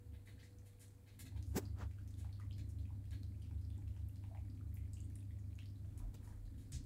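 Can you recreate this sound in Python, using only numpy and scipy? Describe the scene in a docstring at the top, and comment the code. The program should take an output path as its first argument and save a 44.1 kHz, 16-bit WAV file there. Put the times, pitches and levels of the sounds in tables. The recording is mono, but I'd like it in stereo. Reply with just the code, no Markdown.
"""A cat and kittens lap milk from one dish in a small hard-floored room, close to a hand-held phone.
From the start, pitched tongue pops and wet smacks sound over faint ticks, and the room throws them back.
Between 1.2 and 1.8 s there are soft thumps and a finger rubs the right microphone port; a throbbing
appliance hum swells as the phone nears the dish. After 5.8 s the hum sinks and the deep boom grows;
the finger brushes again just after 6 s, and two last low thumps come near 6.7 s."""
import sys
import numpy as np
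from scipy import signal
from scipy.fft import rfft, irfft
from scipy.io import wavfile
from scipy.ndimage import uniform_filter1d

SR = 44100
rng = np.random.default_rng(int(sys.argv[2]) if len(sys.argv) > 2 else 0)


def int16_out(signal):
    """Quantize to a 16-bit WAV file."""
    q = np.round(np.clip(np.atleast_2d(signal).T, -1, 1) * 32767)
    wavfile.write(sys.argv[1], SR, q.astype(np.int16))


N = 302330
TIME = np.arange(N) / SR


def amp(db):
    """Turns decibels into a gain."""
    return 10 ** (np.asarray(db) / 20)


def unit(x):
    """Scales a sound to an rms (average strength) of 1."""
    return x / np.sqrt(np.mean(x ** 2) + 1e-20)


def curve(rows, column=1):
    """Draws straight lines between the rows of a time table, giving a value at every sample."""
    rows = np.asarray(rows)
    return np.interp(TIME, rows[:, 0], rows[:, column])


def read(points, hz):
    """Reads a frequency table, with straight lines between points on a log-frequency axis."""
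    f, value = np.transpose(points)
    return np.interp(np.log(hz + 1), np.log(f + 1), value)


def colour(x, gain):
    """Filters a sound by a gain given as a function of frequency."""
    hz = np.fft.rfftfreq(x.shape[-1], 1 / SR)
    return irfft(rfft(x) * gain(hz), x.shape[-1])


def shaped(x, points):
    """Filters a sound by a table of decibels against frequency, then sets its rms to 1."""
    return unit(colour(x, lambda hz: amp(read(points, hz))))


def drift(rate_hz):
    """Makes a slow random wander of rms 1 by keeping only the slowest part of noise."""
    return unit(colour(rng.standard_normal(N), lambda hz: np.exp(-(hz / rate_hz) ** 2)))


def ring(x, hz, q):
    """Rings one damped resonance; a higher q rings longer."""
    b, a = signal.iirpeak(min(hz, SR / 2 - 2000), max(q, 1), SR)
    return signal.lfilter(b, a, x)


def add(mix, s, sound):
    """Mixes a sound in at time s, cutting off whatever runs past the end."""
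    part = mix[..., max(round(s * SR), 0):][..., :sound.shape[-1]]
    part += sound[..., :part.shape[-1]]


def ports(x, side_db):
    """Sound reaches the right port a little later than the left, and at its own level."""
    late = np.roll(x, 4)  # 4 samples, about 0.09 ms
    return np.array([x * amp(side_db / 2), late * amp(-side_db / 2)])


def room(x, wet_db, first_s=0.0025):
    """Floor and walls send back dense, dying reflections, different at each port."""
    # Each row: frequency in Hz, time in seconds for the echo to fall by 60 dB
    decay_times = [(300, 0.38), (1000, 0.2), (4000, 0.25), (8000, 0.2), (15000, 0.15)]
    t = np.arange(SR // 2) / SR
    struck = rng.random((2, len(t))) < 4000 / SR  # about 4000 reflections a second
    fade_in = np.clip(t / first_s - 1 / 2, 0, 1)
    taps = rng.standard_normal((2, len(t))) * struck * fade_in
    # each pitch dies at its own pace
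    hz, age, z = signal.stft(taps, SR, nperseg=256)
    decay = amp(-60 * age / read(decay_times, hz)[:, None])
    tail = signal.istft(z * decay, SR, nperseg=256)[1]
    tail /= np.linalg.norm(tail, axis=1, keepdims=True)
    return amp(wet_db) * signal.fftconvolve(x[None], tail, axes=1)[:, :N]


def pop(hz, snap_db, q=5.8, suck=0.26, release_s=0.0014, snap_s=0.00075):
    """A film of milk breaks and rings the mouth cavity for a few cycles, with a broad snap."""
    t = np.arange(1024) / SR
    burst, snap = rng.standard_normal((2, len(t)))
    kick = (t == 0) + suck * burst * np.exp(-t / release_s)  # one click plus a short noisy suck
    tone = ring(ring(kick, hz, q), hz, q / 2)
    snap = ring(snap * np.exp(-t / snap_s), np.sqrt(hz * 5000), 1)  # pitched midway to 5000 Hz
    return (unit(tone) + amp(snap_db) * unit(snap)) / 2


def laps(level_db=-0.65, trail_db=-11.5, trail_s=0.049, scatter_octaves=0.18, count=3,
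         wet_db=0.5, touch_db=-12, touch_cycles=11):
    """The tongue touches with a faint tick, then pops; smaller ticks trail as strands of milk part."""
    # The clearest tongue pops. Each row: time of the pop in seconds, level in dB before the shared trim,
    # pitch of the mouth cavity in Hz, broad snap in dB relative to the pop, left minus right in dB
    lap_rows = [(0.275, -64.5, 1910, -13, 0), (0.38, -72.5, 1700, -15, -4), (0.43, -66.5, 1930, -15, 3),
                (0.586, -73, 6160, -15, -17), (0.881, -73, 7640, -8, -11), (1.193, -69.5, 10000, 9, -6),
                (1.321, -73, 890, -1, 0), (1.359, -68.5, 868, -8, 0), (1.427, -71, 6360, 4, 14),
                (1.654, -63.5, 4510, -11, -10.5), (1.787, -77, 1270, 11, -9), (1.912, -73, 2330, 1, 7),
                (1.986, -68.5, 1440, -4, 3), (2.077, -73.5, 6430, 4.5, 6), (2.108, -74.5, 7830, 0, -9),
                (2.141, -72, 3730, -5, 15), (2.246, -64, 802, -4, -1), (2.328, -65, 4380, -10, 9.5),
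                (2.399, -63, 1193, -5.5, 0), (2.415, -67.5, 1940, -17, 1), (2.51, -65.5, 3150, -14, 13),
                (2.528, -65, 4400, -18, 10), (2.583, -72, 6260, 0, -11), (2.787, -70, 4380, 0, 4),
                (2.855, -71.5, 2480, -24, 10), (2.904, -68, 913, -26, -11), (3.054, -79, 2800, 3, 8),
                (3.109, -69, 3960, 5.5, -3), (3.155, -81, 2120, 6, 10), (3.233, -73.5, 4000, 0, 22),
                (3.344, -77.5, 2440, -12, 3), (3.421, -69, 3030, 2, 2), (3.511, -73, 850, -0.5, -9),
                (3.614, -76.5, 4450, 2.5, 3), (3.65, -78.5, 4800, -15, 21), (3.703, -71.5, 3300, -2.5, 10),
                (3.736, -76, 3550, -14, 1), (3.779, -77, 7700, -12, -18), (3.783, -71.5, 826, -10, -4),
                (3.88, -83, 2510, 10, 11), (3.965, -73.5, 850, 4, 5), (4.087, -70, 12000, -15, -13),
                (4.159, -74, 4520, 0.5, 11), (4.239, -67.5, 835, -0.5, 2), (4.313, -62.5, 660, -33, 0),
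                (4.349, -60, 796, -9.5, 4), (4.373, -71.5, 2280, -11, 15), (4.38, -75, 630, -20, 2),
                (4.448, -76.5, 2200, -16, 0), (4.5, -75, 4420, -18, 13), (4.61, -75, 1325, -24, 20),
                (4.743, -67, 13400, -12, -17), (4.77, -68, 2210, -9, 6), (4.854, -75, 2360, -15, 4),
                (4.934, -61, 7730, -5.5, 8.5), (4.97, -69, 2820, 0, 2), (5.005, -64, 7500, -22, 14),
                (5.1, -78.5, 6600, 6, 8), (5.156, -63.5, 9360, -9, 14), (5.206, -77.5, 3660, -4, 19),
                (5.308, -77, 2030, 2.5, 0), (5.387, -71.5, 6800, -12, -1), (5.555, -73.5, 6860, -7, -13),
                (5.589, -60.5, 2410, -5, 10), (5.605, -65.5, 3300, -21, 2), (5.658, -67, 4630, -8, 11),
                (5.758, -74, 4160, -8, 8), (5.847, -73.5, 670, -1, 0), (5.977, -72, 8700, -7, 24),
                (6.001, -71, 950, -7, 14), (6.04, -68.5, 670, -20, 6), (6.143, -73.5, 3860, 5.5, -8),
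                (6.275, -67.5, 990, -19, -6), (6.324, -73, 1620, -18, -4), (6.455, -72.5, 4360, -4, 2),
                (6.721, -57.5, 7900, -2, 9), (6.84, -71, 8030, -6, -4)]
    centre, near = np.zeros(N), np.zeros((2, N))
    for s, db, hz, snap_db, side_db in lap_rows:
        lap = np.zeros(8192)
        lead_s = touch_cycles / hz  # the deeper the pitch, the longer the wait from touch to pop
        add(lap, 0, amp(touch_db) * pop(hz, snap_db))
        add(lap, lead_s, pop(hz, snap_db))
        for wait, pitch in zip(rng.random(count), rng.standard_normal(count)):
            strand = pop(hz * 2 ** (scatter_octaves * pitch), snap_db)
            add(lap, lead_s + wait * trail_s, amp(trail_db) * strand)
        lap *= amp(db + level_db)
        add(centre, s - lead_s, lap)
        add(near, s - lead_s, ports(lap, side_db))
    return near + room(centre, wet_db)


def kittens(count=7, laps_per_s=3.2, level_db=-80.0, spread_db=2.5, low_hz=1700, high_hz=7500,
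            apart_s=.09, snap_db=-5):
    """Several loose rhythms of faint double ticks overlap; both ticks of a pair share one mouth pitch."""
    out = np.zeros(N)
    for _ in range(count):
        gaps = rng.uniform(.7, 1.3, 30)  # uneven steps, as a share of the average beat
        beats = (np.cumsum(gaps) - rng.random()) / laps_per_s
        for s in beats:
            hz = low_hz * (high_hz / low_hz) ** rng.random()
            for wait in (0, apart_s * rng.random()):
                tick_db = level_db + spread_db * rng.standard_normal()
                add(out, s + wait, amp(tick_db) * pop(hz, snap_db))
    return out


def smacks(level_db=0.52, grains_per_s=1800, grain_db=5.0, rise_share=0.11, fizz_sharpness=1.6):
    """Lips and tongue part: a dying clump of saliva clicks, part ringing in the mouth, part fizzing."""
    # Each row: start in seconds, mouth level and saliva fizz level in dB before fading and later trims,
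    # centre of the fizz in Hz, fading time in seconds
    smack_rows = [(0.132, -69, -86, 4000, 0.017), (0.254, -66, -74, 8400, 0.039),
                  (0.385, -65.5, -71, 4160, 0.025), (0.424, -68, -69, 6440, 0.025),
                  (0.65, -68.5, -70, 9000, 0.022), (0.794, -70.5, -63.5, 8500, 0.035),
                  (1.059, -70, -78, 5100, 0.042), (1.189, -60, -51, 9800, 0.01),
                  (1.253, -59.5, -60, 6800, 0.0077), (1.362, -57, -58, 6150, 0.0031),
                  (1.443, -87, -75.5, 8580, 0.13), (2.17, -70.5, -70, 7840, 0.04),
                  (2.579, -61, -65.5, 5560, .009), (2.687, -75, -68, 7800, 0.009),
                  (3.116, -64.5, -82, 7000, 0.02), (4.746, -75.5, -66.5, 11000, 0.011),
                  (5.972, -73, -58.5, 9450, 0.0062), (6.227, -79, -72, 8750, 0.049),
                  (6.575, -75.5, -73, 8300, 0.042), (6.718, -64.5, -54, 5900, 0.024)]
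    # Tone of the mouth. Each row: frequency in Hz, relative level in dB per Hz
    mouth_tone = [(700, -8.5), (1400, -14), (1650, -4.5), (1950, -2), (2300, -4.5), (2800, -9),
                  (3400, -7.5), (4300, -2.5), (5200, -35.5), (9000, -19)]
    out, t = np.zeros(N), np.arange(8192) / SR
    for s, mouth_db, fizz_db, fizz_hz, length in smack_rows:
        present = rng.random((2, len(t))) < grains_per_s / SR
        clicks = rng.standard_normal((2, len(t))) * present
        clicks *= amp(grain_db * np.minimum(rng.exponential(1, clicks.shape), 3))  # a few stand out

        def fizz_gain(hz):
            ratio = (hz / fizz_hz) ** 2
            return (ratio * np.exp(-ratio)) ** fizz_sharpness
        fizz = unit(colour(clicks[1], fizz_gain))
        wet = amp(mouth_db) * shaped(clicks[0], mouth_tone) + amp(fizz_db) * fizz
        swell = (1 - np.exp(-t / (rise_share * length))) * np.exp(-t / length)
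        add(out, s, amp(level_db) * wet * swell)
    return out


def finger(leak_db=-27, grain=0.052, bright_hz=2500, bright_power=1.22):
    """Skin slides over the right port: friction noise swells with speed, the treble more sharply."""
    # Each row: time at the height in seconds, half length in seconds, level in dB, pressure from 0 to 1
    rub_rows = [(1.575, 0.015, -30, 0.93), (1.609, 0.066, -57, 0.57), (1.818, 0.032, -47, 0.02),
                (6.03, 0.095, -67, 0.4), (6.149, 0.01, -52.5, 1), (6.297, 0.13, -66.5, 0.4)]
    # A firm swipe, then a light drag. Each row: frequency in Hz, relative level in dB per Hz
    firm_tone = [(40, -58), (100, 3.5), (170, -3), (330, 0.5), (480, -3), (560, -10.5), (870, -11.5),
                 (1100, -23), (2600, -22), (3200, -28), (5000, -24), (7700, -18), (8700, -27.5),
                 (15500, -24)]
    light_tone = [(100, -7), (270, -1), (500, -13.5), (700, -9), (1150, -10.5), (1600, -12), (2200, -23),
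                  (7500, -31.5), (9400, -49), (15500, -43)]
    out = np.zeros(N)
    for s, half, db, pressure in rub_rows:
        t = np.arange(-8192, 8192) / SR
        roughness = unit(uniform_filter1d(rng.standard_normal(len(t)), 60))
        slips = rng.standard_normal((2, len(t))) * np.exp(grain * roughness)
        share = np.clip(pressure, 0, 1)
        firm, light = shaped(slips[0], firm_tone), shaped(slips[1], light_tone)
        skin = np.sqrt(share) * firm + np.sqrt(1 - share) * light
        dull = colour(skin, lambda hz: 1 / (1 + (hz / bright_hz) ** 2))
        bright = skin - dull
        speed = 1 / np.cosh(np.clip(1.66 * t / half, -50, 50))
        add(out, s + t[0], amp(db) * (dull * speed + bright * speed ** bright_power))
    return out * amp([[leak_db], [0]])  # only a little leaks to the left


def thumps():
    """Dull low bumps: each is a sine wave that swells and dies within a few cycles."""
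    # Each row: start in seconds, level in dB, pitch in Hz, rise time in seconds, left minus right in dB
    thump_rows = [(1.195, -50, 82, 0.012, -5), (1.562, -38, 195, 0.0032, -23),
                  (6.722, -44.5, 127, 0.022, 2), (6.74, -39.5, 72, 0.017, 1.5)]
    out, t = np.zeros((2, N)), np.arange(SR // 3) / SR
    for s, db, hz, rise, side_db in thump_rows:
        swell = t / rise * np.exp(1 - t / rise)
        bump = amp(db) * swell * np.sin(2 * np.pi * hz * t)
        add(out, s, ports(bump, side_db))
    return out


def appliance(hum_db=-1.0, hum_waver_db=2.2, throb_swell_db=4.0):
    """Mains hum and a thin fan tone; a low motor tone beats with a narrow rumble and follows the hum."""
    # Hum, swelling as the phone nears the dish. Each row: time in seconds, level in dB before trim and waver
    hum_level = [(0.03, -55.5), (0.07, -55), (1.03, -58.5), (1.3, -53.5), (1.35, -44.5), (5.84, -46),
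                 (6.24, -51.5), (6.83, -51.5)]
    # Each row: time in seconds, left minus right of the hum in dB
    hum_side = [(0, 9), (1.15, 12), (1.35, 3), (5.9, 3), (6.3, 3.5), (6.86, 5.5)]
    # Each row: multiple of the hum's pitch, relative level in dB
    overtones = [(1, -3.5), (2, -25.5), (3, -35.5), (6, -43)]
    # Thin fan tone. Each row: time in seconds, level in dB
    whine_level = [(0, -78), (.9, -79), (1.4, -86.5), (5.9, -96.5), (6.4, -83.5), (6.86, -83.5)]
    hum_hz, whine_hz = 99.7, 487.5
    throb_hz, throb_db = 74.3, -9.5  # motor tone; level against the hum table, before its swell
    shudder_hz, shudder_width_hz, shudder_db = 72, 5.4, -8.5  # narrow rumble; level likewise

    def tone(hz):
        cycles = np.cumsum(hz * np.ones(N)) / SR + rng.random()
        return np.sqrt(2) * np.sin(2 * np.pi * cycles)  # rms 1
    swell = np.tanh(drift(rate_hz=10))
    hum = sum(amp(db) * tone(round(k) * hum_hz) for k, db in overtones)
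    hum = amp(hum_db + hum_waver_db * swell) * hum
    noise = rng.standard_normal(N)
    shudder = unit(colour(noise, lambda hz: np.exp(-((hz - shudder_hz) / shudder_width_hz) ** 2 / 2)))
    throb = amp(throb_db) * tone(throb_hz) + amp(shudder_db) * shudder
    throb = amp(throb_swell_db * swell) * throb
    whine = amp(curve(whine_level)) * tone(whine_hz + 1.2 * drift(rate_hz=5))  # pitch wanders a little
    sides = amp(np.outer([.5, -.5], curve(hum_side)))
    return amp(curve(hum_level)) * (hum * sides + throb) + whine


def diffuse():
    """Noise from all round: most alike at both ports in the bass, unrelated in the treble."""
    # Each row: frequency in Hz, left-right likeness from 0 to 1
    likeness = [(60, 0.61), (130, 1), (290, 0.63), (640, 0.41), (1400, 0), (3000, 0), (15000, 0)]
    a, b = rng.standard_normal((2, N))

    def same(hz):
        return np.clip(read(likeness, hz), -1, 1)
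    right = colour(a, same) + colour(b, lambda hz: np.sqrt(1 - same(hz) ** 2))
    return np.array([a, right])


def background(boom_hz=41, boom_width_hz=6, air_db=-73.53, drone_swell_db=2.0):
    """The lowest room mode booms under a wavering drone and steady air hiss, all made from noise."""
    # Each row: time in seconds, deep boom level in dB, drone level in dB before its waver
    rumble = [(0, -71, -67), (1.1, -69.5, -68.5), (1.4, -65, -61.5), (3.5, -62, -61.5),
              (5.85, -63.5, -61.5), (6.05, -49, -59.5), (6.5, -54, -63.5), (6.86, -52.5, -56.5)]
    # Tone of the drone, then of the air. Each row: frequency in Hz, relative level in dB per Hz
    drone_tone = [(70, -36), (115, -5.5), (135, -10), (170, -18), (225, -13.5), (270, -12), (325, -20),
                  (440, -43.5), (700, -55), (1000, -71)]
    air_tone = [(240, -1), (400, 1.5), (488, 0.5), (543, -2), (595, -2), (653, -3), (1030, -8.5),
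                (2400, -11.5), (2630, -16), (4560, -14.5), (5820, -18.5), (7790, -13), (15500, -16.5)]
    boom = unit(colour(diffuse(), lambda hz: hz / boom_hz / (1 + ((hz - boom_hz) / boom_width_hz) ** 2)))
    waver_db = drone_swell_db * drift(rate_hz=5.2)
    drone = shaped(diffuse(), drone_tone) * amp([[.6], [-.6]] + waver_db)  # slightly louder on the left
    air = shaped(diffuse(), air_tone) * amp(air_db)
    return boom * amp(curve(rumble)) + drone * amp(curve(rumble, column=2)) + air


def scene():
    """Adds up the mouths at the dish, their room sound, the finger, thumps, appliance and background."""
    faint, wet = kittens(), smacks()
    ticks = ports(faint, side_db=0.5) + room(faint, wet_db=-5.5)
    wet_sounds = amp(-4.5) * ports(wet, side_db=4.5) + room(wet, wet_db=4.5)
    mouths = laps() + ticks + wet_sounds
    return mouths + finger() + thumps() + appliance() + background()


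def record(dry):
    """The phone passes only what lies below its upper band limit."""
    edge_hz = 15750
    lowpass = signal.firwin(511, edge_hz, window=("kaiser", 8), fs=SR)
    return signal.oaconvolve(dry, lowpass[None], "same")


dry = scene()
out = record(dry)
int16_out(out)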